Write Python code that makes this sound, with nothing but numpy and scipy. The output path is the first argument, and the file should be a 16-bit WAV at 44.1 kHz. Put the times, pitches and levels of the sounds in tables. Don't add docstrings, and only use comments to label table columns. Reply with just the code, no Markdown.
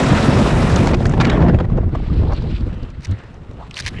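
import sys
import numpy as np
from scipy import signal
from scipy.io import wavfile

SR = 44100
rng = np.random.default_rng(int(sys.argv[2]) if len(sys.argv) > 2 else 0)


def inscribe(sig):
    pcm = np.round(np.clip(np.atleast_2d(sig).T, -1, 1) * 32767)
    wavfile.write(sys.argv[1], SR, pcm.astype(np.int16))


def gain_from_db(level_db):
    decades = np.asarray(level_db, float) / 20
    return 10 ** decades


N = 176400

# t/s, level/dB
CANOPY_LEVEL = [
    (1.6, -69),
    (1.9, -56.5),
    (2.05, -47),
    (2.33, -46),
    (2.62, -48),
    (2.72, -56),
    (3.15, -50.5),
    (3.47, -62),
    (3.7, -53),
    (4, -49),
]
# f/Hz, density/dB per Hz
CANOPY_SPECTRUM = [(710, -30), (1200, 2), (1700, -3.5), (3030, -2), (5000, -10), (6500, -28.5)]
# t/s, length/s, level/dB, first f/Hz, last f/Hz
SLIDES = [(1.23, .11, -37.5, 2820, 3314), (1.188, .06, -29, 2700, 1900), (1.24, 0.095, -28.5, 1300, 1700),
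          (1.31, 0.07, -40, 2307, 2100), (1.36, .14, -35, 1492, 1644), (2.308, 0.065, -48, 4800, 4200),
          (3.1, 0.15, -51, 1997, 1800), (3.57, 0.062, -40, 350, 1000), (2.68, .2, -55, 2800, 2900),
          (2.68, .09, -52, 1700, 1650), (3.93, 0.084, -41, 1900, 2100), (3.94, .08, -43, 2700, 3000)]
# t/s, peak level/dB, f/Hz
TICKS = [(0.76, -15, 6000), (1.0657, -23.5, 6500), (.763, -16, 3600), (1.095, -27, 6500),
         (2.322, -34, 4900), (2.334, -34, 5500), (2.3644, -35, 4020), (2.422, -37, 4500),
         (2.608, -37.5, 4530), (2.8312, -35.5, 4350), (2.9023, -43, 5500), (3.048, -25.5, 5400),
         (3.0694, -30.5, 2000), (3.1123, -36, 6960), (3.189, -45, 5500), (3.3424, -45.5, 5570),
         (3.533, -48, 6000), (3.71, -26, 2630), (3.742, -25.5, 3950), (3.755, -31, 4500),
         (3.768, -18, 2950), (3.823, -25, 3490), (2.741, -40, 3500), (2.67, -49, 6000), (3.851, -25, 3000)]
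# t/s, peak level/dB, f/Hz, ring/s (to -60 dB)
KNOCKS = [(.943, -15, 2000, .012), (1.005, -13, 700, .01), (1.022, -20, 1500, .01),
          (1.056, -17, 1800, 0.023), (1.066, -23, 1900, .02), (1.094, -17, 1300, .01),
          (1.112, -20, 1200, .01), (1.137, -14, 1700, .012), (1.137, -12, 900, 0.0089),
          (1.172, -11, 900, .008), (1.265, -20, 1350, .04), (1.296, -23, 1950, .04),
          (1.298, -22, 3800, .03), (1.343, -7, 600, .02), (1.376, -17, 1050, 0.035),
          (1.493, -24, 900, 0.027), (1.493, -26, 1500, .03), (1.493, -33.5, 5000, 0.019),
          (1.545, -22.5, 2600, 0.023), (1.545, -13, 550, .02), (1.587, -31, 3250, .025),
          (1.587, -25, 850, .03), (1.61, -12.5, 500, .03), (1.643, -31, 1900, 0.028), (1.7, -27, 770, .02),
          (1.74, -29, 650, .04), (1.83, -26, 670, 0.042), (1.834, -36, 1100, .03), (1.894, -25, 700, .015),
          (1.95, -20, 650, .04), (1.951, -26.5, 1150, 0.038), (1.952, -34, 2050, .03),
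          (1.972, -37, 1150, 0.037), (2.001, -23, 750, 0.016), (2.043, -38, 1200, .04),
          (2.063, -21, 700, .01), (2.1, -31.5, 1200, .04), (2.275, -24, 900, 0.019), (2.321, -16, 800, .02),
          (2.42, -27, 900, .015), (3.05, -24, 1300, .005), (3.943, -31, 2300, .01),
          (3.973, -28, 2500, .012), (3.985, -30, 2100, .012)]
# t/s, length/s, level/dB, swell/dB
TEARS = [
    (3.0, 0.0553, -32.5, 26),
    (3.745, 0.038, -28.5, 21),
    (3.786, .021, -24, 2),
    (3.861, 0.027, -28.5, -4.5),
    (3.81, 0.051, -43.5, 2.5),
]
# f/Hz, density/dB per Hz
HOOK_SPECTRUM = [(470, -49), (800, -21), (1240, -0.5), (2420, -7.5), (3070, 5.5), (6680, -17), (9500, -28),
                 (12400, -55), (20900, -120)]
# f/Hz, width/Hz, level/dB
TAB_MODES = [
    (1900, 900, -3),
    (2950, 900, 3),
    (5670, 760, -6.5),
]
# t/s, length/s, level/dB, top f/Hz
GUSTS = [(2.21, 0.088, -21, 580), (2.305, 0.012, -20, 900), (2.417, 0.048, -22, 490),
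         (2.515, 0.027, -20.5, 250), (2.594, 0.044, -20.5, 244), (2.664, 0.009, -17.5, 300),
         (2.818, 0.022, -27, 302), (2.978, 0.029, -27, 150), (1.759, 0.025, -19, 500),
         (1.934, 0.023, -20, 500), (3.074, 0.06, -16.5, 210), (3.486, 0.01, -26.5, 150),
         (3.793, 0.078, -29, 150), (3.928, 0.074, -28.5, 300)]
# t/s, crack level/dB, body level/dB, length/s
FLAPS = [(0.932, -27, -18.5, 0.0045), (0.94, -25, -21.5, 0.008), (1.053, -19, -20, 0.0036),
         (1.136, -31, -19.5, 0.0038), (1.2, -19, -18, 0.02), (1.246, -20.5, -30, 0.0072),
         (1.268, -27, -27, 0.0044), (1.295, -21.5, -27, 0.0065), (1.403, -36, -26, 0.024),
         (1.481, -36.5, -22, 0.017), (1.544, -32, -20.5, 0.0035), (1.586, -36, -20.5, 0.0027),
         (1.599, -40.5, -21, 0.0095), (1.645, -43, -35, 0.008), (1.698, -49, -31, 0.0037),
         (1.769, -48.5, -33.5, 0.015), (1.947, -39, -27.5, 0.0086), (2.231, -46, -34, 0.0069),
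         (2.322, -47, -28, 0.0059)]
# f/Hz, density/dB per Hz
CLOTH_SPECTRUM = [(710, -30), (1200, 4), (1830, -1.5), (3700, -9.5), (6550, -21.5), (9500, -34),
                  (12400, -62.5), (20900, -120)]
# t/s, level/dB, tilt/dB per octave
RUSH = [(0, -19, 0.6), (.7, -22.5, 0.97), (.86, -23.5, 1), (.945, -28, -2.3), (.965, -41.5, 1.7),
        (1.03, -32, -1), (1.08, -39.5, 1.5), (1.18, -32.5, -2), (1.22, -28, -0.7), (1.38, -27.5, -4),
        (1.45, -41, -3.6), (1.5, -37, -2.5), (1.75, -49, -2.5), (2.85, -47.5, -1), (2.96, -53, -1),
        (3.1, -46, -1.5), (3.5, -50.5, -1), (4, -47, 2)]
# f/Hz, density/dB per Hz
RUSH_SPECTRUM = [(180, -30), (300, 0), (347, -4), (1330, -11.5), (2340, -19), (8100, -35.5), (9500, -35.5),
                 (12400, -66), (20900, -120)]
# t/s, level/dB, eddy pitch shift/octaves
BUFFET = [(0, -12, 1.0), (.45, -12.5, 0.85), (.9, -12, 0.91), (1.0, -13, 0.6), (1.13, -14, .45),
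          (1.2, -12, 0.84), (1.45, -9.5, 0.89), (1.68, -16, -0.09), (2.05, -17.5, -0.36),
          (2.3, -15.5, -0.089), (2.6, -22, -0.6), (2.72, -22, -0.27), (2.95, -30.5, -0.29),
          (3.2, -38.5, 0.22), (3.65, -34.5, 0.099), (3.74, -37.5, 0.022), (4, -30, 0.14)]
# f/Hz, density/dB per Hz
EDDY_SPECTRUM = [(11, -38), (18, -3.5), (65, -0.5), (92, -0.5), (451, -22.5), (667, -37.5), (2500, -52.5),
                 (3250, -79), (5500, -120)]


def in_time(rows):
    s, *columns = np.transpose(rows)
    return [np.interp(np.arange(N) / SR, s, column) for column in columns]


def at_hz(points, hz):
    point_hz, point_db = np.transpose(points)
    return np.interp(np.log(hz), np.log(point_hz), point_db)


def rms_one(x):
    return x / np.sqrt(np.mean(x ** 2) + 1e-20)


def drift(rate_hz):
    pole = np.exp(-80 * np.pi * rate_hz / SR)
    noise = rng.standard_normal(N // 40 + 2002)
    slow = signal.lfilter([1], [1, -2 * pole, pole * pole], noise)[2000:]
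    return np.interp(np.arange(N) / 40, np.arange(len(slow)), rms_one(slow))


def band(x, low_hz, high_hz, order=2):
    edges_hz = [low_hz, min(high_hz, 0.45 * SR)]
    return signal.sosfilt(signal.butter(order, edges_hz, "band", fs=SR, output="sos"), x)


def lowpass(x, cut_hz, order):
    return signal.sosfilt(signal.butter(order, cut_hz, fs=SR, output="sos"), x)


def bank(source, gain_db, low_hz, count):
    out, power = 0, 0
    for k in range(count):
        edge_hz = low_hz * 2 ** (k / 2)
        spectrum_db, flutter_db = gain_db(edge_hz * 2 ** 0.25)
        filtered = band(source[k % 2], edge_hz, edge_hz * np.sqrt(2))
        out = out + gain_from_db(spectrum_db + flutter_db) * filtered
        power = power + gain_from_db(spectrum_db) ** 2 * edge_hz * (np.sqrt(2) - 1) * 2 / SR
    return out / np.sqrt(power)


def window(start_s, length_s, rise_s, fall_s):
    t = np.arange(N) / SR - start_s
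    return np.clip(t / rise_s, 0, 1) * np.exp(-np.clip(t - length_s, 0, 1) / fall_s)


def grains(rate_per_s, spread_db):
    sizes = gain_from_db(spread_db * np.minimum(rng.exponential(1, N), 4)) * rng.choice([-1, 1], N)
    return rms_one(sizes * (rng.random(N) < rate_per_s / SR) + 1e-18)


def canopy():
    edge_hz, whistle_hz, whistle_db = 5370, 7620, -23.5
    level_db, = in_time(CANOPY_LEVEL)
    flutter_db = 3.0 * drift(22)
    white = rng.standard_normal((2, N))

    def gain_db(hz):
        tilt_db = 0.68 * (level_db + 49.5) * np.log2(hz / 2000)
        return at_hz(CANOPY_SPECTRUM, hz) + tilt_db, flutter_db + 1.6 * drift(12)

    hiss = lowpass(bank(white, gain_db, low_hz=1097, count=5), edge_hz, order=8)
    whistle = rms_one(band(white[0], whistle_hz / 1.1, whistle_hz * 1.096))
    return gain_from_db(level_db) * (hiss + gain_from_db(whistle_db + flutter_db) * whistle)


def slides():
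    width_hz, rise_s, fall_s = 256, 0.028, 0.022
    out, t = 0, np.arange(N) / SR
    slow_grit = lowpass(grains(5000, spread_db=2.5), width_hz, order=3)
    for s, length_s, db, first_hz, last_hz in SLIDES:
        hz = first_hz + (last_hz - first_hz) * np.clip((t - s) / length_s, 0, 1)
        carrier = np.cos(2 * np.pi * np.cumsum(hz) / SR)
        out = out + gain_from_db(db) * window(s, length_s, rise_s, fall_s) * rms_one(slow_grit * carrier)
    return out


def ticks():
    decay_s = 0.0024
    out, white = np.zeros(N + SR), rng.standard_normal((len(TICKS), 600))
    sparks = white * np.exp(-np.arange(600) / (decay_s * SR))
    for (s, db, hz), spark in zip(TICKS, sparks):
        tick = band(spark, hz / 1.32, hz * 1.126) + 0.2 * band(spark, 900, 5700)
        first = int(s * SR)
        out[first:first + len(spark)] += gain_from_db(db) * tick / np.abs(tick).max()
    return out[:N]


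def knocks():
    rise_s = 0.00095
    out, t = np.zeros(N + SR), np.arange(3000) / SR
    for s, db, hz, ring_s in KNOCKS:
        shape = (1 - np.exp(-t / rise_s)) * gain_from_db(-60 * t / max(ring_s, 0.004))
        first = int(s * SR)
        out[first:first + len(t)] += gain_from_db(db + 3) * shape * np.sin(2 * np.pi * hz * t)
    return out[:N]


def tears():
    hooks_per_s, hook_spread_db, tab_db = 3200, 3.6, -6.5
    t, pull = np.arange(N) / SR, 0
    for s, length_s, db, swell_db in TEARS:
        swell = gain_from_db(db + swell_db * (np.clip((t - s) / length_s, 0, 1) - 1))
        pull = pull + swell * window(s, length_s, rise_s=0.0026, fall_s=0.002)
    hooks = grains(hooks_per_s, hook_spread_db) * gain_from_db(2.8 * drift(95))

    def gain_db(hz):
        return at_hz(HOOK_SPECTRUM, hz), 2.2 * drift(65)

    broad = rms_one(bank([hooks, -hooks], gain_db, low_hz=900, count=8))
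    tab = 0
    for hz, width_hz, db in TAB_MODES:
        mode = band(hooks, hz - width_hz / 2, hz + width_hz / 2, order=1)
        tab = tab + gain_from_db(db + tab_db) * rms_one(mode)
    return pull * rms_one(broad + tab)


def gusts():
    white = rng.standard_normal(N)
    low, ragged = band(white, 45, 122), gain_from_db(5.6 * drift(40) - 15.5)
    out = 0
    for s, length_s, db, top_hz in GUSTS:
        shape = window(s, length_s, rise_s=0.012, fall_s=0.016)
        push = shape * (low + ragged * band(white, 116, max(top_hz, 140)))
        push = lowpass(push + 1e-18, 2 * top_hz, order=2)
        to_level = np.sqrt(np.sum(shape ** 2) / np.sum(push ** 2))
        out = out + gain_from_db(db) * push * to_level
    return out


def flaps():
    crack, body = 0, 0
    for s, crack_db, body_db, length_s in FLAPS:
        hold_s = max(length_s, 0.001)
        crack = crack + gain_from_db(crack_db) * window(s, hold_s, rise_s=0.0025, fall_s=0.0038)
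        body = body + gain_from_db(body_db) * window(s, hold_s, rise_s=0.0015, fall_s=0.0032)
    clicks = grains(4000, spread_db=4.5) * [[1], [-1]]
    grit = (clicks + 0.72 * rng.standard_normal((2, N))) / 1.62

    def gain_db(hz):
        return at_hz(CLOTH_SPECTRUM, hz), 3.1 * drift(40)

    bright = bank(grit, gain_db, low_hz=1275, count=7)
    dull = rms_one(band(rng.standard_normal(N), 400, 1085))
    return crack * bright + body * dull


def rush():
    rustle_per_s, rustle_db, rustle_from_s = 90, -10, 0.87
    level_db, tilt_db = in_time(RUSH)
    flutter_db = 1.17 * drift(9.2) + 1.0 * drift(66)
    rustle = np.abs(grains(rustle_per_s, spread_db=5.0))
    rustle = rustle * (np.arange(N) > rustle_from_s * SR)
    puffs = 1 + gain_from_db(rustle_db) * rms_one(signal.lfilter([1], [1, -0.992], rustle))
    white = rng.standard_normal((2, N)) * puffs

    def gain_db(hz):
        return at_hz(RUSH_SPECTRUM, hz) + tilt_db * np.log2(hz / 1000), flutter_db + 1.4 * drift(15)

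    return gain_from_db(level_db) * bank(white, gain_db, low_hz=350, count=11)


def buffet():
    level_db, shift_oct = in_time(BUFFET)
    lumps_db = 4 * np.tanh(0.46 * drift(9.7) + 0.71 * drift(30))
    lumps_db = lumps_db * np.clip(1 - 0.25 * shift_oct, 0, 2)
    white = rng.standard_normal((2, N))

    def gain_db(hz):
        fluctuation_db = lumps_db * (hz / 150) ** 0.28 + 1.54 * drift(18.3)
        return at_hz(EDDY_SPECTRUM, hz / 2 ** shift_oct), fluctuation_db

    return gain_from_db(level_db) * bank(white, gain_db, low_hz=15.97, count=15)


def scene():
    overhead = canopy() + slides()
    contacts = ticks() + knocks() + tears()
    wind = gusts() + rush() + buffet()
    return (overhead + contacts + flaps() + wind)[None]


def low_pass(x):
    return signal.sosfilt(signal.butter(12, 15200, fs=SR, output="sos"), x)


def record(dry):
    ceiling, housing_cut_hz = 0.97, 8750
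    rounded = ceiling * np.tanh(dry / ceiling)
    housed = lowpass(rounded, housing_cut_hz, order=4)
    return low_pass(housed)


dry = scene()
out = record(dry)
inscribe(out)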